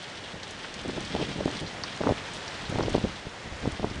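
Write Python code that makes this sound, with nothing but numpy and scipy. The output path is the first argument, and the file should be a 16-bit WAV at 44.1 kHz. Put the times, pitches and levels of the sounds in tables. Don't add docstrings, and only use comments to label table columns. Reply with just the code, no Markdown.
import sys
import numpy as np
from scipy import signal
from scipy.fft import rfft, irfft
from scipy.io import wavfile
from scipy.ndimage import map_coordinates

SR = 44100
rng = np.random.default_rng(int(sys.argv[2]) if len(sys.argv) > 2 else 0)


def put_to_file(sound):
    columns = np.atleast_2d(sound).T
    safe = np.clip(columns, -1, 1)
    whole_steps = np.round(safe * 32767)
    wavfile.write(sys.argv[1], SR, whole_steps.astype(np.int16))


N = 176400
T = np.arange(N) / SR

# start_s, length_s, level_db
GUSTS = [(0.34, 0.019, -36.5), (.865, 0.045, -34.5), (.953, 0.048, -35), (1.006, 0.034, -37),
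         (1.133, 0.045, -31), (1.191, 0.04, -29), (1.292, 0.1, -34), (1.393, .04, -36.5),
         (1.466, 0.016, -30), (1.494, .035, -35.5), (1.623, 0.027, -31.5), (2.043, .012, -30),
         (2.064, .045, -28), (2.364, 0.019, -47), (2.7, .07, -36), (2.772, 0.047, -30), (2.826, 0.035, -32),
         (2.892, 0.056, -37), (2.935, .047, -35), (3.001, 0.087, -35.5), (3.264, 0.012, -38.5),
         (3.458, 0.021, -37), (3.505, 0.038, -36), (3.634, .05, -31.5), (3.731, .018, -36.5),
         (3.798, 0.068, -34.5), (3.834, .018, -34), (3.905, 0.011, -36.5), (3.94, .049, -36.5)]
# time_s, level_db
BREEZE_LEVEL = [(0, -49.5), (.6, -45.5), (.85, -40.5), (1.5, -38), (1.75, -45), (2.1, -40.5), (2.45, -49),
                (2.9, -35.5), (3.35, -56.5), (4, -48)]
# frequency_hz, density_db
WIND_SPECTRUM = [(20, -8), (40, -2.5), (70, 2), (140, -0.5), (300, -1.5), (550, -10), (800, -12.5),
                 (1200, -30), (2000, -24), (3500, -64)]
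# time_s, gain_db
WIND_BASS_GAIN = [(0, -11), (.8, -4), (1.5, -7), (2.1, -3.5), (2.9, 3.5), (3.4, 4.5), (4, 2.5)]
# frequency_hz, density_db
WASH_SPECTRUM = [(30, -15.5), (100, 2.5), (250, -2.5), (500, 1.5), (800, 0), (1250, -2.5), (1900, -1),
                 (2600, -6.5), (4000, -9.5), (7000, -16.5), (8500, -24), (9700, -25.5), (11000, -47)]
# time_s, level_db
WASH_LEVEL = [(0, -42), (.7, -42.5), (1.3, -41), (1.8, -40), (2.3, -39.5), (2.8, -39.5), (3.3, -42),
              (4, -41)]
# frequency_hz, density_db
PATTER_SPECTRUM = [(500, -23.5), (1200, -4), (2000, -3), (2700, 1), (3300, 4), (3900, -0.5), (4500, -3),
                   (6000, -8.5), (7200, -20), (8500, -14.5), (9700, -33), (11000, -45)]
# time_s, level_db
PATTER_LEVEL = [(0, -44), (.35, -47.5), (.8, -45), (1.2, -41), (1.42, -44.5), (1.6, -41), (1.78, -52.5),
                (1.88, -41.5), (2.15, -48), (2.35, -44.5), (2.58, -46.5), (2.85, -43.5), (3.1, -45),
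                (3.4, -55), (3.7, -47.5), (4, -50)]
# pitch_hz, level_db
WHINE_TONES = [(8122, -73.5), (9868, -82)]
# frequency_hz, density_db
TICK_SPECTRUM = [(1000, -24), (3000, -4), (4500, 2), (6500, 0.5), (9000, -2), (11000, -30)]
# start_s, level_db, pitch_hz, ring_gain, spray_width_octaves, spray_decay_s
BIG_DROPS = [(.027, -34, 5500, .2, .7, .006), (0.4322, -25.5, 4120, 0.8, 0.51, 0.012),
             (.508, -27.5, 6500, 0.4, 0.42, 0.0057), (.647, -19.5, 1430, 0.6, 0.43, .007),
             (.741, -22.5, 4500, .6, 0.54, .005), (.906, -29, 4460, .4, 0.48, .009),
             (.9602, -33, 4500, .4, 0.56, .006), (1.022, -34, 5500, .3, 0.42, .01),
             (1.05, -27.5, 4800, .3, 0.58, 0.011), (1.327, -30, 4200, .4, 0.39, .006),
             (1.4918, -31, 5200, .3, 0.44, 0.0045), (1.5698, -22, 4300, 0.6, 0.47, 0.0054),
             (1.665, -23.5, 4200, .9, .25, .012), (1.677, -30, 4900, .4, 0.35, 0.011),
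             (1.727, -35, 4800, .3, 0.62, .004), (1.8367, -17.5, 4560, 0.76, .25, .0065),
             (1.839, -23, 1100, .2, .7, 0.0087), (2.0915, -25.5, 3800, .3, 0.44, 0.0055),
             (2.1777, -20, 2270, .2, .7, 0.01), (2.335, -30.5, 5500, .2, .6, 0.033),
             (2.479, -22.5, 4800, 0.8, 0.36, .0083), (2.6524, -27, 3470, .4, 0.41, 0.029),
             (2.696, -31.5, 6560, 0.4, .6, .007), (2.8262, -21.5, 4950, 0.6, .25, .005),
             (2.836, -29, 5100, .5, .25, 0.014), (2.86, -22, 2900, .15, .55, .01),
             (2.894, -29, 6000, .2, 0.48, 0.01), (2.9, -26, 3300, .8, .3, 0.0046),
             (2.962, -22, 3300, 0.1, 0.55, .0081), (2.989, -34, 5500, .3, .6, .008),
             (3.1587, -30, 3860, .7, .3, .007), (3.9, -28, 4200, .4, 0.37, .012)]
# centre_s, level_db, pitch_hz, swirl_relative_db
EDDIES = [(.343, -28, 300, 0), (.851, -24, 477, -8), (0.8584, -21, 340, -12), (0.8881, -27.5, 277, 2.5),
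          (0.8969, -20, 553, -5), (.977, -24.5, 646, -6), (.982, -20, 342, -5.5), (1.151, -12.5, 516, -13),
          (1.165, -20, 680, -7), (1.2011, -23, 430, -7), (1.2276, -17.5, 423, -10),
          (1.4089, -17, 466, -3.5), (1.4592, -9.5, 300, -18), (1.479, -17.5, 700, -18),
          (2.0086, -16.5, 430, -14), (2.0134, -13, 443, -11), (2.0368, -13.5, 850, -20),
          (2.058, -21, 700, -10), (2.068, -14, 400, -7), (2.0721, -6.5, 680, -7), (2.083, -25, 650, -10),
          (2.0928, -9.5, 550, -5), (2.099, -16, 480, -6), (2.1102, -12, 350, -7), (2.1225, -11.5, 354, -20),
          (2.7265, -17.5, 348, -17), (2.7585, -17.5, 500, -16), (2.7867, -16, 630, -12),
          (2.793, -21, 750, -14), (2.7985, -18.5, 416, -0.5), (2.8082, -12.5, 720, -10),
          (2.835, -18, 710, -6.5), (2.883, -13, 450, -9), (2.946, -13, 600, -10), (2.9517, -5.5, 450, -15),
          (2.962, -14, 380, -16), (2.981, -16, 380, -9), (3.015, -23, 450, -10), (3.042, -14, 220, -12),
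          (3.0487, -13.5, 340, -17), (3.054, -21, 530, -7), (3.269, -23.5, 294, -16),
          (3.6376, -23, 219, -15), (3.657, -16, 594, -10), (3.677, -12.5, 242, -15),
          (3.797, -20.5, 500, -18), (3.831, -19, 550, -14), (3.845, -11, 520, -2.5),
          (3.9135, -23, 220, -15)]


def undb(db):
    return 10 ** (np.asarray(db) / 20)


def unit(x):
    return x / np.sqrt(np.mean(x ** 2))


def curve(rows):
    return np.interp(T, *np.array(rows).T)


def db_at(spectrum, hz):
    points_hz, db = np.array(spectrum).T
    return np.interp(np.log(hz + 1e-3), np.log(points_hz), db)


def colour(x, spectrum):
    gain = undb(db_at(spectrum, np.fft.rfftfreq(4096, 1 / SR)))
    cepstrum = irfft(np.log(gain))
    cepstrum[1:2048] *= 2
    cepstrum[2049:] = 0
    impulse = irfft(np.exp(rfft(cepstrum)))
    return signal.fftconvolve(x, impulse)[:len(x)]


def band_noise(hz, octaves, size):
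    away = np.log2((np.fft.rfftfreq(size, 1 / SR) + 1e-3) / hz) / octaves
    return unit(irfft(rfft(rng.standard_normal(size)) * np.exp(-.5 * away ** 2), size))


def wander(per_s):
    knots = rng.standard_normal(2048)
    return unit(map_coordinates(knots, [T * per_s], order=3, mode="mirror"))


def with_tails(hits, decay_s):
    return signal.lfilter([1], [1, -np.exp(-1 / (decay_s * SR))], hits)


def add(out, x, at_s):
    i = int(at_s * SR)
    out[i:i + len(x)] += x[:N - i]


def wind(attack_s=0.011, release_s=0.017, gust_trim_db=-1, reference_db=-28.5, bass_hz=130):
    power = undb(curve(BREEZE_LEVEL)) ** 2
    for start_s, length_s, level_db in GUSTS:
        before = np.maximum(start_s - T, 0) / attack_s
        after = np.maximum(T - start_s - length_s, 0) / release_s
        envelope = np.exp(-np.minimum(before + after, 20))
        power += (undb(level_db + gust_trim_db) * envelope) ** 2
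    force_db = 10 * np.log10(power) - reference_db
    bands_hz = 25 * 2 ** np.arange(0, 7, .5)
    weights = undb(db_at(WIND_SPECTRUM, bands_hz)) * np.sqrt(bands_hz)
    rumble, bass_db = np.zeros(N), curve(WIND_BASS_GAIN)
    for hz, weight in zip(bands_hz, weights / np.linalg.norm(weights)):
        brighten_db = 0.41 * force_db * np.log2(max(hz / 200, 1))
        shelf_db = bass_db / (1 + (hz / bass_hz) ** 4)
        rumble += weight * undb(brighten_db + shelf_db) * band_noise(hz, octaves=0.25, size=N)
    ragged_db = 4.5 * np.tanh(wander(per_s=140))
    return rumble * np.sqrt(power) * unit(undb(ragged_db))


def street_wash(flicker_db=0.74):
    hiss = unit(colour(rng.standard_normal(N), WASH_SPECTRUM))
    return hiss * undb(curve(WASH_LEVEL) + flicker_db * wander(per_s=18))


def pane_patter(drops_per_s=2500, spread_db=3, splash_share=0.44, flurry_db=1.22):
    lands = rng.random(N) < drops_per_s / SR
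    sizes = undb(spread_db * np.minimum(rng.exponential(size=N), 6))
    hits = unit(lands * sizes * rng.choice([-1, 1], N))
    splash_power = with_tails(hits ** 2, decay_s=0.0034)
    splash = unit(np.sqrt(splash_power) * rng.standard_normal(N))
    drops = np.sqrt(1 - splash_share) * hits + np.sqrt(splash_share) * splash
    level_db = curve(PATTER_LEVEL) + flurry_db * wander(per_s=29.94)
    return unit(colour(drops, PATTER_SPECTRUM)) * undb(level_db)


def electronics_whine():
    return sum(np.sqrt(2) * undb(db) * np.sin(2 * np.pi * hz * T) for hz, db in WHINE_TONES)


def stray_ticks(ticks_per_s=16, spread_db=8.5, relative_db=-16.5):
    lands = rng.random(N) < ticks_per_s / SR
    sizes = undb(spread_db * np.clip(rng.standard_normal(N), -2, 1))
    envelope = with_tails(lands * sizes + 1e-18, decay_s=.0012)
    ticks = unit(colour(envelope * rng.standard_normal(N), TICK_SPECTRUM))
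    return ticks * undb(curve(PATTER_LEVEL) + relative_db)


def big_drops(attack_s=.00017, ring_s=.001, spray_db=-14, grit=0.39):
    out, t = np.zeros(N), T[:8192]
    for start_s, level_db, pitch_hz, ring_gain, octaves, spray_s in BIG_DROPS:
        envelope = np.exp(-t / ring_s) * (1 - np.exp(-t / attack_s))
        ring = ring_gain * np.sin(2 * np.pi * pitch_hz * t) * envelope
        flutter = np.tanh(band_noise(hz=240, octaves=1, size=len(t)))
        droplets = unit(np.exp(grit * flutter))
        spray = band_noise(pitch_hz, octaves, size=len(t)) * droplets * np.exp(-t / spray_s)
        add(out, undb(level_db) * (ring + undb(spray_db) * spray), start_s)
    return out


def eddy_pops(core_cycles=0.36, falloff=2.67, wake_cycles=1.2, lean_rad=0.85, top_hz=1720):
    out, t = np.zeros(N), T[:4096] - T[2048]
    for centre_s, level_db, pitch_hz, swirl_db in EDDIES:
        cycles = t * pitch_hz
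        offset = cycles / core_cycles
        lean = lean_rad * rng.standard_normal()
        core = -np.real(np.exp(1j * lean) / (1 - 1j * offset) ** falloff)
        outside_core = offset ** 2 / (1 + offset ** 2)
        wake = np.exp(-np.abs(cycles) / wake_cycles) * outside_core
        swirls = band_noise(pitch_hz, octaves=0.32, size=len(t)) * wake
        add(out, undb(level_db) * (core + undb(swirl_db) * swirls), centre_s + t[0])
    return signal.sosfilt(signal.butter(2, top_hz, fs=SR, output="sos"), out)


def scene():
    buffeting = wind() + eddy_pops()
    rain = street_wash() + pane_patter() + stray_ticks() + big_drops()
    return (buffeting + rain + electronics_whine())[None]


def record(dry):
    return signal.sosfilt(signal.ellip(8, .2, 70, 10600, fs=SR, output="sos"), dry)


dry = scene()
out = record(dry)
put_to_file(out)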